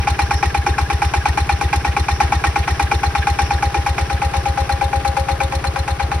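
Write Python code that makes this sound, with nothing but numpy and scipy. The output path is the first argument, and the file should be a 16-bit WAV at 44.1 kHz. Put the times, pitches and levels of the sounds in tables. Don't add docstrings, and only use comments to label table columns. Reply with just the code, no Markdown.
import sys
import numpy as np
from scipy.fft import rfft, irfft, next_fast_len
from scipy.io import wavfile
from scipy.ndimage import map_coordinates

SR = 44100
rng = np.random.default_rng(int(sys.argv[2]) if len(sys.argv) > 2 else 0)


def master(y):
    cut = np.clip(np.atleast_2d(y).T, -1, 1)
    pcm = np.round(cut * 32767)
    wavfile.write(sys.argv[1], SR, pcm.astype(np.int16))


N = 273420
TIME = np.arange(N) / SR
CYCLE = np.arange(SR // 2) / SR

# start_s, firings_per_s
SPEED = [(2.1, 8.448), (2.5, 8.4345)]
FIRST_FIRING_S = 0.0714
TIMING_SCATTER_S, BURN_SCATTER_DB = 0.0001, 0.85
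# start_s, turn (0 facing, 1 away)
TURN = [(0, 0), (3, 0.13), (3.7, 0.2), (4.4, 0.53), (5, 1), (6.2, 0.97)]
# start_s, level_db, swing_db (added and subtracted on alternate strokes)
KNOCK = [(0, -12.5, 0.3), (2.2, -13, 1.05), (3.25, -12.6, .5), (4.65, -19, 0), (6.2, -17.5, 0)]
# start_s, exhaust_db, hiss_db
EXHAUST_AND_HISS = [(0, -21, -45), (1, -20.5, -45.5), (3.1, -21, -44.5), (4.3, -21.5, -45.5),
                    (5.3, -23, -45), (6.2, -22.5, -47)]
# start_s, level_db
UPPER_RING = [(0, -16.5), (2.7, -18), (3.3, -14), (3.8, -15), (4.5, -15.5), (5.1, -14.5), (5.6, -21),
              (6.2, -17.5)]
# start_s, level_db
LOWER_RING = [(0, -41), (3.2, -38.5), (3.8, -28), (4.4, -24.5), (5.2, -19.5), (5.7, -22.5), (6.2, -30.5)]
# pitch_hz, level_db, t60_s (time to fall 60 dB), delay_s, change_when_turned_db
BLOCK_TONES = [(341, -13, 0.071, .006, -1), (754, -26, 0.11, .003, 9), (832, 9, 0.034, .003, -2.5),
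               (848, -6.5, 0.082, -0.0053, 1), (988, -18, 0.06, .003, 14.5),
               (1097, -7.5, 0.09, .0015, -4.5), (1335, -6.5, 0.044, 0.0055, 2.5),
               (1458, 1, 0.027, .0004, 2), (1593, -5, 0.048, .0002, 2.5), (1870, -13, .03, 0, 2),
               (2124, -9.5, 0.042, -0.00011, 1.5), (2312, -4.5, 0.049, 0.00121, -1),
               (2393, -2.5, 0.047, -.0005, -5.5), (2605, -10.5, 0.031, -.0003, 5)]
# pitch_hz, level_db, t60_s, delay_s
THUMPS = [(126.7, -21.5, 0.1, .099), (178.4, -25.5, 0.094, .097), (387, -24, 0.034, .097),
          (165.6, -25.5, 0.097, 0.03593)]
# delay_s, rise_s, t60_s, level_db
VALVE_TICKS = [(.0005, .001, 0.11, 5.5), (.009, 0.0025, 0.056, -1.5), (.029, 0.0049, 0.039, 18),
               (.071, .003, .12, -9), (.0945, .001, .06, -4)]
# centre_s, bell_width_s, pitch_hz, width_hz, facing_db, turned_db
RATTLES = [(0.0376, 0.0055, 1862, 55, -29.5, -38), (0.0304, 0.0032, 2500, 1400, -32.5, -36),
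           (0.035, 0.0067, 4170, 200, -35, -32.5), (0.038, 0.0082, 3640, 210, -37.5, -38),
           (0.082, 0.0076, 1640, 200, -33.5, -39.5), (0.0797, 0.0096, 2370, 1700, -34, -38),
           (0.01198, 0.01, 5600, 850, -34, -50), (0.062, 0.041, 5490, 760, -43, -54),
           (0.0051, 0.0049, 2366, 120, -27.5, -33), (0.021, 0.021, 380, 180, -34.5, -39),
           (0.014, .016, 309.5, 67, -37, -47.5)]
# pitch_hz, density_db (dB per Hz)
CRACK_COLOUR = [(200, -26), (400, -18), (600, -22), (720, 2), (820, 9), (1020, -3), (1500, -6.5),
                (1900, -5), (2400, -3.5), (3000, -12.5), (5500, -17), (8000, -23), (16000, -49)]
# pitch_hz, density_db (dB per Hz)
TICK_COLOUR = [(800, -25), (2000, 6), (3500, -2.5), (5600, 4), (7300, 1), (10000, -0.5), (12500, -8),
               (16000, -15)]
# pitch_hz, density_db (dB per Hz)
RUSH_COLOUR = [(25, -9), (70, -2.5), (170, -3.5), (260, -8.5), (400, 0), (530, -10.5), (700, -1.5),
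               (1000, -3), (2200, -8), (3200, -13), (5600, -17), (7500, -23), (11000, -25), (16000, -34.5)]
# pitch_hz, density_db (dB per Hz)
DRONE_COLOUR = [(25, -27), (50, 5.5), (70, 7), (100, -6.5), (122, -1), (170, -7), (240, -9), (350, -7),
                (500, -13.5), (1000, -14.5), (2500, -29.5), (6000, -74.5)]
# start_s, level_db
RUSH_LEVEL = [(0, -31.5), (3.5, -31), (4.5, -31), (6.2, -33)]
# pitch_hz, likeness (1 same, negative opposed)
LIKENESS = [(60, 0.74), (290, 1), (640, -0.4), (1400, 0.85), (3100, -0.11), (5600, 0.099), (6500, -0.5908),
            (7400, -1.28), (8600, -0.05), (10200, 1), (11800, 0.1606), (13200, -1.76), (15500, -0.59)]
# pitch_hz, lean_db
LEAN_FACING = [(60, .7), (200, 1.5), (380, 3.5), (750, 1.5), (1300, 3), (2400, -2.5), (4400, -0.1924),
               (15000, -0.5)]
# pitch_hz, lean_db
LEAN_TURNED = [(60, 1), (200, 0.5), (380, 3.5), (750, 7.5), (1300, 5.5), (2400, -1.5), (4400, 0),
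               (15000, -0.6813)]
TOP_HZ = 15950


def amp(db):
    return 10 ** (np.asarray(db) / 20)


def unit(x):
    return x / np.sqrt(np.mean(x ** 2) + 1e-20)


def along(points, hz):
    f, v = np.transpose(points)
    return np.interp(np.log(hz + 1), np.log(f + 1), v)


def curves(rows):
    s, *columns = np.transpose(rows)
    return [np.interp(TIME, s, column) for column in columns]


def filtered(x, response):
    size = next_fast_len(N + SR // 2)
    spectrum = rfft(x, size) * response(np.fft.rfftfreq(size, 1 / SR))
    return irfft(spectrum, size)[..., :N]


def noise(gain):
    def mid_side_gain(hz):
        angle = np.arccos(np.clip(along(LIKENESS, hz), -0.96, 0.995)) / 2
        return gain(hz) * np.array([np.cos(angle), np.sin(angle)])

    mid, side = filtered(rng.standard_normal((2, N)), mid_side_gain)
    return unit(np.array([mid + side, mid - side]))


def coloured(spectrum):
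    return noise(lambda hz: amp(along(spectrum, hz)))


def chatter(rate, depth_db):
    knots = rng.standard_normal(N // 8)
    return unit(amp(depth_db * map_coordinates(knots, [TIME * rate], order=1)))


def firings():
    s, rate = np.transpose(SPEED)
    cycles = np.cumsum(np.interp(TIME, s, rate)) / SR
    cycles -= np.interp(FIRST_FIRING_S, TIME, cycles)
    stroke = np.arange(int(cycles[-1]) + 1)
    late, harder = rng.standard_normal((len(stroke), 2)).T
    start = np.interp(stroke, cycles, TIME) + TIMING_SCATTER_S * late
    level_db, swing_db = (np.interp(start, TIME, curve) for curve in curves(KNOCK))
    knock_db = level_db + swing_db * (-1) ** stroke + BURN_SCATTER_DB * harder
    return np.transpose([start, knock_db])


STROKES = firings()


def every_cycle(shape, scatter_db, follow=0):
    s, knock_db = np.transpose(STROKES)
    s = np.r_[2 * s[0] - s[1], s]
    knock_db = np.r_[knock_db[0], knock_db]
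    gains = amp(follow * knock_db + scatter_db * rng.standard_normal(len(s)))
    out = np.zeros(N + 2 * SR)
    for start, gain in zip(s, gains):
        out[SR + round(start * SR):][:len(shape)] += gain * shape
    return out[SR:SR + N]


def strike(delay, rise, t60):
    t = np.maximum(CYCLE - delay, 0)
    return (1 - np.exp(-t / max(rise, 1e-5))) * amp(-60 * t / t60)


def swell(centre, length):
    return np.exp(-0.5 * ((CYCLE - centre) / length) ** 2)


def mode(hz, t60, delay, rise):
    return strike(delay, rise, t60) * np.sin(2 * np.pi * hz * (CYCLE - delay))


def pump_rush():
    level_db, = curves(RUSH_LEVEL)
    return amp(level_db) * coloured(RUSH_COLOUR) * chatter(rate=250, depth_db=1.5)


def pump_drone():
    size = round(np.mean(np.diff(np.transpose(STROKES)[0])) * SR)
    hz = np.fft.rfftfreq(size, 1 / SR)
    random_phase = np.exp(2j * np.pi * rng.random(len(hz)))
    period = unit(irfft(amp(along(DRONE_COLOUR, hz)) * random_phase, size))
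    return amp(-33) * every_cycle(np.tile(period, 2) * np.hanning(2 * size), scatter_db=2)


def thumps():
    shape = sum(amp(db) * mode(hz, t60, delay, rise=0.0012) for hz, db, t60, delay in THUMPS)
    return every_cycle(shape, scatter_db=1.0)


def knock():
    turn, = curves(TURN)
    ring = 0
    for hz, db, t60, delay, turned_db in BLOCK_TONES:
        struck = every_cycle(mode(hz, t60, delay, rise=1.1 / hz), scatter_db=1.46, follow=1)
        ring = ring + amp(db + turn * turned_db) * struck
    crack = every_cycle(strike(delay=0, rise=0.00071, t60=0.054), scatter_db=0.5, follow=0.82)
    crack = crack * chatter(rate=1500, depth_db=3.0)
    yard = every_cycle(strike(delay=0.004, rise=0.0062, t60=0.18), scatter_db=1.5, follow=0.65)
    bursts = amp(-6.5) * crack + amp(-10.5) * yard
    return amp(-1.5) * ring + bursts * coloured(CRACK_COLOUR)


def valve_ticks():
    ticks = sum(amp(db) * every_cycle(strike(delay, rise, t60), scatter_db=2.5)
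                for delay, rise, t60, db in VALVE_TICKS)
    hiss_db = curves(EXHAUST_AND_HISS)[1]
    return amp(hiss_db + 6.5) * ticks * chatter(rate=900, depth_db=1.0) * coloured(TICK_COLOUR)


def rattles():
    turn, = curves(TURN)
    hiss_db = curves(EXHAUST_AND_HISS)[1]
    drift_db = hiss_db - hiss_db.mean()
    out = 0
    for centre, length, hz, width, facing_db, turned_db in RATTLES:
        body = noise(lambda f: 1 / (1 + ((f - hz) / width * 2) ** 2))
        level_db = facing_db + turn * (turned_db - facing_db) + drift_db
        out = out + amp(level_db) * every_cycle(swell(centre, length), scatter_db=3.0) * body
    return out


def flywheel():
    upper_hz, lower_hz = 810, 540
    upper_db, = curves(UPPER_RING)
    lower_db, = curves(LOWER_RING)
    upper = every_cycle(mode(upper_hz, t60=0.28, delay=0.00408, rise=0.0015), scatter_db=1)
    lower = np.array([every_cycle(mode(lower_hz, t60=0.29, delay=delay, rise=0.011), scatter_db=2.0)
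                      for delay in (0.004, 0.0037)])
    return amp(upper_db) * upper + amp(lower_db + 1.5) * lower


def exhaust():
    centre = 0.05223

    def wave(hz, length):
        return swell(centre - 0.001, length) * np.cos(2 * np.pi * hz * (CYCLE - centre))

    thud = wave(hz=72, length=0.013) + amp(-8.5) * wave(hz=101.6, length=0.008)
    exhaust_db = curves(EXHAUST_AND_HISS)[0]
    return amp(exhaust_db + 9.5) * every_cycle(thud, scatter_db=0.0)


def scene():
    pump = pump_rush() + pump_drone() + thumps()
    machine = pump + knock() + valve_ticks() + rattles() + flywheel() + exhaust()

    def placed(lean):
        return filtered(machine, lambda hz: amp(np.array([[0.5], [-0.5]]) * along(lean, hz)))

    turn = np.clip(curves(TURN)[0], 0, 1)
    return (1 - turn) * placed(LEAN_FACING) + turn * placed(LEAN_TURNED)


def record(dry):
    return filtered(dry, lambda hz: hz < TOP_HZ)


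dry = scene()
out = record(dry)
master(out)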